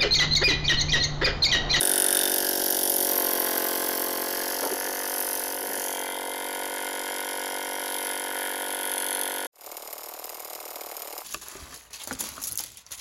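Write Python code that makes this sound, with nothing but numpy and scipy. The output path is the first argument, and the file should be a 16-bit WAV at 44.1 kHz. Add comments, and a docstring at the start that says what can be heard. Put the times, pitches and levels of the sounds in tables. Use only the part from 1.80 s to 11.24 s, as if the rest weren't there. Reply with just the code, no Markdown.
"""A single-cylinder diesel hand tractor churns a flooded field, turns away and works along the far side.
Each crank turn sends gas pulses through the pipework and silencer, while knock and valve ticks shake the
block and panels; their colours follow the heading. Dull scuffs and a low air rumble lie behind.
After a short silence the tractor is further off and slower, strong and weak turns alternating."""
import sys
import numpy as np
from scipy import signal
from scipy.fft import rfft, irfft
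from scipy.io import wavfile
from scipy.ndimage import uniform_filter1d

SR = 44100
rng = np.random.default_rng(int(sys.argv[2]) if len(sys.argv) > 2 else 0)


def digitize_waveform(pressure):
    """Quantize a signal to 16-bit integers and store it at the path in sys.argv[1].

    Rows of a 2-D input are taken as channels; values are limited to [-1, 1].
    """
    field = np.atleast_2d(pressure).T
    bounded = np.clip(field, -1, 1)
    quanta = np.round(bounded * 32767).astype(np.int16)
    wavfile.write(sys.argv[1], SR, quanta)


N = 416304
TIME = np.arange(N) / SR

# side facing the listener: time_s, side (0 left flank, 1 rear quarter, 2 rear, 3 right flank)
FACING_SIDE = [(0, 0), (1.18, 0), (1.34, 1), (2.45, 1), (2.9, 2), (3.85, 2), (4.3, 3)]
# path: time_s, distance_m
PATH = [(0, 10.2), (1.6, 10.7), (3.4, 21.3), (7.6, 25.7)]
# mud drags or lets go: centre_s, half_length_s, crank_sag_hz (negative races)
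NEAR_MUD_LOADS = [(.992, .316, .771), (1.662, .295, 2.072), (2.293, .44, 2.047), (3.864, .15, -1.639),
                  (4.042, .398, 1.344), (5.834, .826, -.243), (6.288, .059, .432)]
FAR_MUD_LOADS = [(7.974, .345, 1.268), (9.212, .221, 1.261)]
# harder and easier spells: centre_s, half_length_s, knock_db, sizzle_db, bark_db
SPELLS = [(.85, .35, 1.5, 0, -1), (1.15, .23, -1, 2.5, -1), (2.55, .28, -1.5, -2.5, 1.5),
          (3.486, .2, .5, 3, 0), (3.805, .093, -4, 0, 0), (4.06, .11, 2, 3, -1), (4.4, .25, -1, -1, -2.5),
          (6.2, .16, 2, 4, 0), (6.62, .11, 1, 3, 1), (7.2, .45, 1, 3, 1.5)]

# gas pulses ringing the pipework: angle_turns, pitch_hz, width_hz, level_db at NEAR_M for sides 0-3
INTAKE_PULSE = (.218, 203, 352, -36.1, -36.1, -40.4, -41.3)
EXHAUST_PULSES = [(.3, 445, 62, -38.6, -38.2, -40.6, -38.7), (.463, 637, 112, -36.3, -33.5, -34.5, -32.2),
                  (.51, 684, 303, -50, -36.6, -33.2, -31.8), (.51, 930, 90, -60, -54, -50, -43),
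                  (.51, 1040, 70, -65, -42, -56, -65), (.709, 580, 106, -41.7, -36.9, -36.3, -38.1)]
# levels for sides 0-3: level_db
BARK_SIDE_DB = [-41.5, -36.5, -35.5, -33.3]
KNOCK_SIDE_DB = [-35.2, -38, -36.5, -36.5]
SIZZLE_SIDE_DB = [-30, -31, -31.5, -31.5]
WHINE_SIDE_DB = [-65, -55, -52, -42]
SHELL_SIDE_DB = [-6, -6, -4, 1.5]  # relative to the bark's edge

# spectra: freq_hz, gain_db
SILENCER_SPECTRUM = [(45, -28), (140, -23), (185, -10), (230, -3), (280, 1.2), (375, 4.6), (430, -3.3),
                     (530, 3.9), (640, -4), (700, 0), (800, .8), (920, -1.2), (1050, -3.3), (1140, -12),
                     (1350, -23), (2500, -45), (5000, -79)]
BARK_SPECTRUM = [(900, -33), (1150, -12), (1350, -7), (1500, 0), (1800, 1), (2100, -4), (2350, -11),
                 (3300, 2.5), (4200, -38), (8000, -57.5)]
BLOCK_SPECTRA = [
    [(1350, -64), (2400, -34), (2850, -8), (3310, -6), (3560, -7), (4010, -7), (4990, -.5), (5840, -1.5),
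     (7440, -8), (8800, -9.5), (11400, -48), (19400, -120)],
    [(1350, -41), (2300, -22), (2660, -11), (3900, 0), (4510, 5.5), (5450, 2.5), (5780, 7), (6100, -1),
     (6500, 3), (7030, -5), (7600, 0), (8800, -5.5), (11400, -50), (19400, -120)],
    [(1350, -46), (2300, -20), (2600, -3), (3200, -9.5), (3830, -4), (4500, 3), (5650, 4), (8370, -4),
     (8800, -25), (11400, -41), (19400, -120)],
    [(1350, -35.5), (2300, 3.5), (2660, -20), (2780, -2), (3240, 1), (3770, -2), (4030, -26), (4340, 0),
     (5160, -5), (5490, -7.5), (7780, -3.5), (8370, -9.5), (8800, -14.5), (11400, -80), (19400, -120)],
]  # one per side
THIN_METAL_SPECTRA = [
    [(5180, -45), (8600, -14), (9500, 1), (10600, 3), (11700, 3), (12400, -1), (14000, -2), (15200, -12),
     (16000, -30)],
    [(5180, -60), (8600, -10), (10000, -1), (11100, 2), (12300, 0), (14600, -3), (15300, -9), (16000, -28)],
    [(5180, -70), (8800, -11), (10000, 1), (11500, 2), (12300, -2), (14200, -3), (15300, -13), (16000, -32)],
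    [(5180, -56), (8700, -19), (9300, -10), (9550, 0), (10400, 2), (11400, 1), (12200, -8), (12800, -2.5),
     (14000, -9), (15300, -18), (16000, -39)],
]  # one per side
FAR_EXHAUST_SPECTRUM = [(88, -47), (170, -42), (260, -17.5), (440, -5.5), (600, -4), (730, -1.5),
                        (900, -5.5), (1170, -5.5), (1630, -15.5), (2020, -21), (2150, -17.5), (2600, -29),
                        (3380, -22), (5720, -120)]
FAR_CLATTER_SPECTRUM = [(1290, -21), (2200, -2.5), (2490, -4), (3560, -6), (4000, -5), (4530, -4.5),
                        (5810, -2.5), (6260, -9), (6920, -0.5), (7840, -7), (8660, -4), (9300, -9),
                        (9680, -2), (10300, -8), (11800, 0), (12800, -.5), (13400, -5), (14000, -1),
                        (14600, -4), (15400, -3), (16000, -30)]
AIR_SPECTRUM = [(15, -0.5), (33, -3), (50, -9), (75, -7), (130, -11.5), (200, -15), (400, -31), (2000, -47)]
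# metal resonances: pitch_hz, width_hz, gain_db
SHELL_MODES = [(1475, 30, 0), (1516, 26, 4.5), (1661, 26, 2), (1850, 40, -5), (1990, 80, -10),
               (3230, 138, 2)]
COVER_MODES = [(1560, 200, -16), (9700, 210, 0)]
FAR_PANEL_MODES = [(2195, 70, 0), (5050, 150, -3), (6980, 160, -.5), (8950, 110, 0), (9680, 120, 1),
                   (11900, 350, -1), (12820, 220, 1), (14020, 180, 0), (15000, 250, -1)]
# passing panel resonances: centre_s, half_length_s, pitch_hz, width_hz, drift_hz_per_s, level_db
PANEL_RINGS = [(.05, .14, 3580, 130, 0, -37.5), (.38, .16, 3600, 130, 0, -34),
               (.35, .4, 3050, 200, 0, -42.5), (.1, .5, 7900, 150, 0, -44), (.56, .1, 9150, 150, 0, -38),
               (.6, .3, 5100, 200, 200, -43), (.63, .13, 11750, 300, 0, -36), (.65, .45, 1620, 130, 0, -41),
               (1.0, .55, 5680, 200, 200, -41), (1.1, .4, 6900, 200, 0, -47),
               (1.05, .22, 10550, 220, 0, -33), (1.0, .3, 3400, 160, 0, -44), (1.7, .4, 3350, 200, 0, -47),
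               (1.9, .7, 2020, 100, 0, -49), (1.9, .6, 1190, 130, 0, -47), (1.8, .5, 1540, 70, 0, -47),
               (2.62, .12, 1700, 160, 0, -44), (3.1, .7, 1230, 200, 0, -48), (3.12, .15, 1720, 140, 0, -45),
               (3.92, .07, 1720, 120, 0, -42.5), (6.65, .25, 1690, 110, 0, -47),
               (2.1, .5, 7600, 200, 0, -48), (2.65, .25, 4950, 250, 0, -44), (2.95, .2, 11100, 300, 0, -39),
               (3.1, .6, 6350, 220, -100, -46), (3.35, .2, 13000, 250, 0, -40),
               (3.45, .2, 9120, 100, -100, -42), (3.5, .25, 10000, 180, 0, -40),
               (3.5, .2, 11600, 300, 0, -40), (4.08, .14, 6500, 450, -1500, -42),
               (4.2, .27, 3210, 90, 150, -44), (5.0, .35, 9150, 150, 0, -49), (5.3, .7, 7030, 55, 0, -51),
               (5.7, .9, 5200, 130, 80, -49), (5.7, .9, 5740, 70, 0, -51), (6.14, .1, 3750, 350, 0, -45),
               (6.28, .17, 10050, 200, 0, -38), (7.2, .65, 3370, 150, 120, -43),
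               (7.25, .35, 10050, 180, 100, -35), (7.3, .4, 11300, 400, 0, -40),
               (7.35, .3, 4220, 100, 0, -49), (7.35, .3, 6300, 120, 0, -50)]
# valve-gear chatter: time_s, pitch_hz
CHATTER_PITCH = [(0, 13500), (.9, 13600), (1.45, 12950), (1.9, 13600), (2.2, 13750), (3.3, 13300)]
# hard valve-gear hits: start_s, level_db (before TICK_TRIM_DB), pitch_hz
VALVE_HITS = [(0.5174, -14, 12000), (0.5427, -10, 13900), (0.5856, -13, 13400), (0.6923, -12, 11900),
              (0.8639, -14, 12800), (0.9068, -9, 13600), (0.9712, -13, 13000), (0.9926, -14, 13800),
              (1.036, -10, 13500), (1.1009, -8, 13400), (1.1653, -9, 12800), (1.3164, -11, 13700),
              (1.3813, -8, 12800), (1.4466, -13, 12900), (1.4681, -10, 12700), (1.5339, -14, 13100),
              (1.6008, -9, 13100), (1.6462, -14, 13100), (1.6681, -13, 13200), (1.7794, -12, 13500),
              (1.9565, -13, 13300), (2.0892, -11, 13800), (3.4072, -14, 13000), (8.1329, -23, 11900),
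              (8.2906, -26, 11600), (8.4557, -21, 15000)]
# close scuffs: centre_s, half_length_s, level_db, top_hz
SCUFF_EVENTS = [(2.826, .012, -34, 500), (2.839, .01, -28.5, 1350), (2.865, .014, -29, 950),
                (2.927, .018, -31.5, 520), (3.09, .045, -40, 800), (3.835, .025, -39.5, 600),
                (3.9, .02, -37.5, 560), (3.93, .02, -36.5, 650), (3.985, .015, -40, 700)]

NEAR_CRANK_HZ, NEAR_KNOCK_AT_S = 47.183, .0096
FAR_CRANK_HZ, FAR_KNOCK_AT_S = 38.876, 8.4412
NEAR_M, FALL_DB_PER_DOUBLING = 10, 4
COVER_DB, COVER_HOLD_S, COVER_FADE_DB_PER_S = -25, .35, 50
WHINE_CYCLES_PER_TURN, WHINE_HOLD_S, WHINE_FADE_DB_PER_S = 44.46, 6.3, 6
TICK_RISE_S, TICK_TRIM_DB, TICK_GRIT = .0005, -1.7, .25
FAR_EXHAUST_DB, FAR_CLATTER_DB, FAR_MIDDLE_S, FAR_RISE_DB_PER_S = -43.5, -41, 8.6, 1.5
WATER_LAG_S, WATER_LAG_EXPONENT = .001102, .378
BANK_DB, BANK_DECAY_S = -6.5, .025
AIR_DB, AIR_FALL_DB_PER_S, FAR_AIR_DB = -59.5, 1.7, -73
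STOP_S, RESUME_S, FADE_IN_S = 7.668, 7.75, .11
BOOM_BELOW_HZ, TOP_HZ = 2500, 15650


def near_tractor():
    """Diesel under load; all but the panel rings fall with distance."""
    turns = crank(NEAR_CRANK_HZ, NEAR_MUD_LOADS, NEAR_KNOCK_AT_S)
    block, sizzle, cover, panels = clatter(turns)
    knock_db, sizzle_db, bark_db = sum(np.outer(db, swell(s, half_s)) for s, half_s, *db in SPELLS)
    cover_db = COVER_DB - COVER_FADE_DB_PER_S * np.maximum(TIME - COVER_HOLD_S, 0)
    whine_db = by_side(WHINE_SIDE_DB) - WHINE_FADE_DB_PER_S * np.maximum(TIME - WHINE_HOLD_S, 0)
    machine = (chug(turns)
               + amp(by_side(BARK_SIDE_DB) + bark_db) * bark(turns)
               + amp(by_side(KNOCK_SIDE_DB) + knock_db) * block
               + amp(by_side(SIZZLE_SIDE_DB) + sizzle_db) * sizzle
               + amp(cover_db) * cover
               + amp(whine_db) * gear_whine(turns))
    return amp(-FALL_DB_PER_DOUBLING * np.log2(distance_ratio())) * machine + panels


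def crank(governed_hz, loads, knock_at_s):
    """Crank position in turns, zero at knock_at_s; loads pull it off the governed rate."""
    rate_hz = governed_hz - sum(sag_hz * swell(s, half_s) for s, half_s, sag_hz in loads)
    turns = np.cumsum(rate_hz) / SR
    return turns - np.interp(knock_at_s, TIME, turns)


def blows(turns, angle_turns, scatter_db, jitter_s, odd_db=0):
    """One uneven impulse per turn at a crank angle; odd turns are offset by odd_db."""
    turn = np.arange(np.ceil(turns[0]), np.floor(turns[-1]))
    timing, force = rng.standard_normal((len(turn), 2)).T
    at_s = np.interp(turn + angle_turns, turns, TIME) + jitter_s * timing
    at = np.clip(at_s * SR, 0, N - 2)
    strength = amp(scatter_db * force + odd_db * (turn % 2))
    i, fraction = at.astype(int), at % 1
    return np.bincount(i, strength * (1 - fraction), N) + np.bincount(i + 1, strength * fraction, N)


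def chug(turns):
    """Exhaust puffs and intake suction overlap into a hollow chug."""
    rush = noise()
    return sum(puff(turns, rush, *row) for row in EXHAUST_PULSES) - puff(turns, rush, *INTAKE_PULSE)


def puff(turns, rush, angle_turns, pitch_hz, width_hz, *side_db):
    """A gas pulse rings the pipework and exits the silencer; one rush passes each stage in turn."""
    beat = blows(turns, angle_turns, scatter_db=.6, jitter_s=.00003)
    turbulence = np.interp(turns - angle_turns, turns, rush) + .4 * noise()
    gas = unit((fade(beat, decay_s=.008) + .9) * turbulence)
    drive = unit(beat) + amp(by_side([-13.5, -13.5, -13.5, -16.5])) * gas
    note = ring(drive, [(pitch_hz, width_hz, 0)])
    return amp(by_side(side_db)) * colour(note, SILENCER_SPECTRUM)


def bark(turns):
    """Double edge of each exhaust beat, with gas noise and the ring of the silencer shell."""
    beat = blows(turns, angle_turns=.497, scatter_db=1.5, jitter_s=.00002)
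    rebound = blows(turns, angle_turns=.66, scatter_db=2.2, jitter_s=.00003)
    valve = blows(turns, angle_turns=.2, scatter_db=1, jitter_s=.00005)
    gas = unit((fade(beat + .6 * valve, decay_s=.002) + .6) * noise())
    pulses = unit(beat + .3 * rebound + by_side([.4, .2, .35, .6]) * valve)
    edge = bank_echo(colour(pulses + amp(-2) * gas, BARK_SPECTRUM))
    shell = ring(pulses + amp(-8) * gas, SHELL_MODES)
    share = amp(by_side(SHELL_SIDE_DB))
    return (edge + share * shell) / np.sqrt(1 + share ** 2)


def clatter(turns):
    """Combustion knock, valve tick, piston slap and exhaust beat shake the metalwork."""
    knock = blows(turns, angle_turns=-.008, scatter_db=.8, jitter_s=.00002)
    tick = blows(turns, angle_turns=.225, scatter_db=2.5, jitter_s=.0002) * by_side([.25, .4, .15, .08])
    slap = blows(turns, angle_turns=.14, scatter_db=1.2, jitter_s=.00003) * by_side([.4, .75, .4, .12])
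    beat = blows(turns, angle_turns=.49, scatter_db=1.2, jitter_s=.00003)
    rattle = by_side([.27, .35, .29, .18])  # steady floor between blows
    sizzle = thin_metal(knock, tick, rattle)
    block = engine_block(knock, tick, slap, beat, rattle)
    sizzle += valve_chatter(turns)
    # small panels answer the knock; broad ones the slower push of piston and exhaust
    shake = unit((fade(knock + tick + slap, decay_s=.0022) + .17) * noise()) + amp(1) * unit(knock)
    push = slap + .5 * beat
    boom = unit((fade(push, decay_s=.004) + .12) * noise()) + amp(-1) * unit(push)
    boom = colour(boom, [(600, -30), (1100, 0), (1900, 0), (2350, -12), (4000, -40)])
    cover = loose_cover(knock, boom)
    return over_water(block), over_water(sizzle), cover, panel_rings(shake, boom)


def engine_block(knock, tick, slap, beat, rattle):
    """The block rings at each blow, partly as fresh noise, partly alike from turn to turn."""
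    crack = by_side([1, .2, .3, .8]) * fade(knock, decay_s=.0008)
    tail = fade(.6 * knock + .6 * slap + .4 * tick + .15 * beat, decay_s=.005)
    bursts = unit((crack + tail + .8 * rattle) * noise())
    response = rng.standard_normal(SR // 20) * np.exp(-TIME[:SR // 20] / .0095)
    repeating = unit(signal.oaconvolve(knock + slap, response)[:N])
    return facing(bursts + amp(-2.5) * repeating, BLOCK_SPECTRA)


def thin_metal(knock, tick, rattle):
    """Thin parts sizzle after each knock and tick."""
    envelope = fade(knock + .6 * tick, decay_s=.0022) + .3 * fade(knock, decay_s=.009) + rattle
    return facing(envelope * noise(), THIN_METAL_SPECTRA)


def valve_chatter(turns):
    """Short, bright valve-gear bursts of wandering pitch, strongest to the left and rear quarter."""
    tick = blows(turns, angle_turns=.215, scatter_db=1.5, jitter_s=.0002)
    chatter = fade(tick, decay_s=.0018) * noise()
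    for _ in range(2):
        chatter = sweep(chatter, curve(CHATTER_PITCH), width_hz=1700)
    return by_side([.62, .8, .35, .12]) * chatter


def loose_cover(knock, boom):
    """A loose cover booms in its low mode; the knock rings its high one."""
    rap = unit(knock) + amp(-3) * unit(fade(knock, decay_s=.0045) * noise())
    return sum(amp(db) * ring(boom if hz < BOOM_BELOW_HZ else rap, [(hz, width_hz, 0)])
               for hz, width_hz, db in COVER_MODES)


def panel_rings(shake, boom):
    """Panels shake into resonance and settle, some drifting in pitch."""
    out = np.zeros(N)
    for centre_s, half_s, hz, width_hz, drift_hz_per_s, db in PANEL_RINGS:
        on = abs(TIME - centre_s) < 3 * half_s
        drive = boom if hz < BOOM_BELOW_HZ else shake
        pitch_hz = hz + drift_hz_per_s * (TIME[on] - centre_s)
        out[on] += amp(db) * swell(centre_s, half_s)[on] * sweep(drive[on], pitch_hz, width_hz)
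    return out


def gear_whine(turns):
    """Gear-mesh tone locked to the crank, wavering in level."""
    waver = colour(noise(), [(1, 3), (12, -4), (60, -28), (300, -86)])
    return np.sqrt(2) * (1 + .23 * waver) * np.sin(2 * np.pi * WHINE_CYCLES_PER_TURN * turns)


def valve_ticks():
    """Hardest valve-gear hits: high, gritty pings of a few milliseconds."""
    out, t = np.zeros(N), TIME[:SR // 40]
    envelope = t / TICK_RISE_S * np.exp(1 - t / TICK_RISE_S)
    for start_s, db, hz in VALVE_HITS:
        grit = ring(rng.standard_normal(len(t)), [(hz, 1800, 0)])
        ping = np.sin(2 * np.pi * hz * t) + TICK_GRIT * grit
        out[int(start_s * SR) + np.arange(len(t))] += amp(db + TICK_TRIM_DB) * envelope * ping
    return out


def far_tractor():
    """The engine further off, slower and lumpier, growing louder as it nears."""
    turns = crank(FAR_CRANK_HZ, FAR_MUD_LOADS, FAR_KNOCK_AT_S)
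    approach = amp(FAR_RISE_DB_PER_S * (TIME - FAR_MIDDLE_S))
    return approach * (amp(FAR_EXHAUST_DB) * far_chug(turns) + amp(FAR_CLATTER_DB) * far_clatter(turns))


def far_chug(turns):
    """Intake suck and low thump, weaker on odd turns, then a bright exhaust beat."""
    beat = blows(turns, angle_turns=.53, scatter_db=.8, jitter_s=.00003)
    thump = blows(turns, angle_turns=.24, scatter_db=1, jitter_s=.00008, odd_db=-3)
    suck = blows(turns, angle_turns=.2, scatter_db=1.5, jitter_s=.0003, odd_db=-3)
    suck = unit(fade(suck, decay_s=.006) * noise())
    thump = colour(thump, [(100, 5), (350, 16), (620, 15), (900, 5), (2000, -5), (4000, -52)], trail=0)
    edge = colour(beat, [(100, -10), (450, -7), (800, 1), (3000, 2), (6000, -21)], trail=0)
    gas = colour(unit((fade(beat, decay_s=.004) + .8) * noise()), FAR_EXHAUST_SPECTRUM)
    pulses = colour(amp(4.5) * edge - thump, FAR_EXHAUST_SPECTRUM, trail=.7)
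    intake = colour(suck, [(150, -35), (330, -6), (600, 0), (800, -1), (1500, -18), (4000, -60)])
    return unit(pulses + amp(-5.5) * gas + amp(-6.5) * intake)


def far_clatter(turns):
    """Knock and valve tick, weaker on odd turns, shake the body and panels."""
    knock = blows(turns, angle_turns=.005, scatter_db=1.6, jitter_s=.0001, odd_db=-8)
    tick = blows(turns, angle_turns=.26, scatter_db=4, jitter_s=.0003, odd_db=-4.5)
    shake = unit((fade(knock + .25 * tick, decay_s=.0037) + .15) * noise())
    body = colour(shake, FAR_CLATTER_SPECTRUM)
    panels = ring(shake + .5 * unit(knock), FAR_PANEL_MODES)
    chatter = ring(fade(tick, decay_s=.0012) * noise(), [(12800, 2500, 0)])
    return over_water(body + amp(-5.5) * panels + amp(-8) * chatter)


def over_water(x):
    """Reflection off the water: a comb whose notches slide with distance and ripples."""
    ripple = colour(noise(), [(1, 2), (6, -27), (20, -72), (100, -120)])
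    lag_s = WATER_LAG_S / distance_ratio() ** WATER_LAG_EXPONENT + .000012 * ripple
    return unit(x + .18 * np.interp(TIME - lag_s, TIME, x))


def bank_echo(x):
    """The overgrown bank adds a short, diffuse echo."""
    t = TIME[:SR // 10]
    scatter = rng.standard_normal(len(t)) * t * np.exp(-2 * t / BANK_DECAY_S)
    return unit(x + amp(BANK_DB) * unit(signal.oaconvolve(x, scatter)[:N]))


def scuffs():
    """Short, dull swells of noise close by."""
    out = np.zeros(N)
    for centre_s, half_s, db, top_hz in SCUFF_EVENTS:
        span = int(centre_s * SR) + np.arange(-SR // 4, SR // 4)
        spectrum = [(90, -36), (250, -8), (380, 0), (top_hz, -4), (2 * top_hz, -24), (9000, -55)]
        grain = colour(rng.standard_normal(len(span)), spectrum)
        out[span] += amp(db) * grain * swell(centre_s, half_s)[span]
    return out


def air_rumble():
    """Low rumble of open air."""
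    return colour(noise(), AIR_SPECTRUM)


def facing(x, spectra):
    """Colour x for each side and crossfade by heading."""
    side = curve(FACING_SIDE)
    return sum(np.clip(1 - abs(side - i), 0, 1) ** .67 * colour(x, spectrum)
               for i, spectrum in enumerate(spectra))


def by_side(values):
    """Per-side values followed through time as the machine turns."""
    return np.interp(curve(FACING_SIDE), np.arange(len(values)), values)


def distance_ratio():
    """Distance over NEAR_M."""
    return curve(PATH) / NEAR_M


def colour(x, spectrum, trail=1, size=8192):
    """Filter by (freq_hz, gain_db) points to unit rms; trail 1 is minimum phase, 0 zero phase."""
    hz, db = np.transpose(spectrum)
    bins_hz = np.arange(size // 2 + 1) * SR / size
    log_gain = np.log(amp(np.interp(np.log(bins_hz + 1), np.log(np.sort(hz)), db)))
    cepstrum = irfft(log_gain)[:size // 2] * np.r_[1, np.full(size // 2 - 1, 2)]
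    phase = trail * rfft(cepstrum, size).imag
    response = np.roll(irfft(np.exp(log_gain + 1j * phase)), size // 2)
    return unit(signal.oaconvolve(x, response)[size // 2:size // 2 + len(x)])


def ring(x, modes):
    """Parallel (pitch_hz, width_hz, gain_db) resonances, unit rms."""
    return unit(sum(amp(db) * signal.lfilter(*signal.iirpeak(hz, hz / width_hz, SR), x)
                    for hz, width_hz, db in modes))


def sweep(x, pitch_hz, width_hz):
    """One resonance with a moving centre, unit rms."""
    spin = np.exp(2j * np.pi * np.cumsum(pitch_hz) / SR)
    pole = np.exp(-np.pi * abs(width_hz) / SR)
    return unit((spin * signal.lfilter([1], [1, -pole], x / spin)).real - x / 2)


def fade(pulses, decay_s):
    """Exponential envelope after each pulse."""
    return signal.lfilter([1], [1, -np.exp(-1 / (decay_s * SR))], pulses + 1e-18)


def swell(centre_s, half_s):
    """Gaussian rise and fall."""
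    return np.exp(-np.minimum(np.square((TIME - centre_s) / half_s), 20))


def curve(table):
    """Line through (time_s, value) points."""
    return np.interp(TIME, *np.transpose(table))


def noise():
    """White noise."""
    return rng.standard_normal(N)


def amp(db):
    """Decibels to gain."""
    return 10 ** (np.asarray(db) / 20)


def unit(x):
    """Scale to unit rms."""
    return x / np.sqrt(np.mean(x ** 2))


def scene():
    """The near stretch stops dead; after a silence the far one fades in."""
    air = air_rumble()
    near = near_tractor() + scuffs() + amp(AIR_DB - AIR_FALL_DB_PER_S * TIME) * air
    far = far_tractor() + amp(FAR_AIR_DB) * air
    near_gate = uniform_filter1d(1. * (TIME < STOP_S), size=90)
    far_gate = np.interp(TIME - RESUME_S, [-.03, 0, FADE_IN_S / 2, FADE_IN_S], [0, .08, .35, 1])
    return (near_gate * near + far_gate * far + valve_ticks())[None]


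def record(dry):
    """Steep low-pass at TOP_HZ."""
    return signal.sosfilt(signal.ellip(10, .2, 80, TOP_HZ, fs=SR, output="sos"), dry)


dry = scene()
out = record(dry)
digitize_waveform(out)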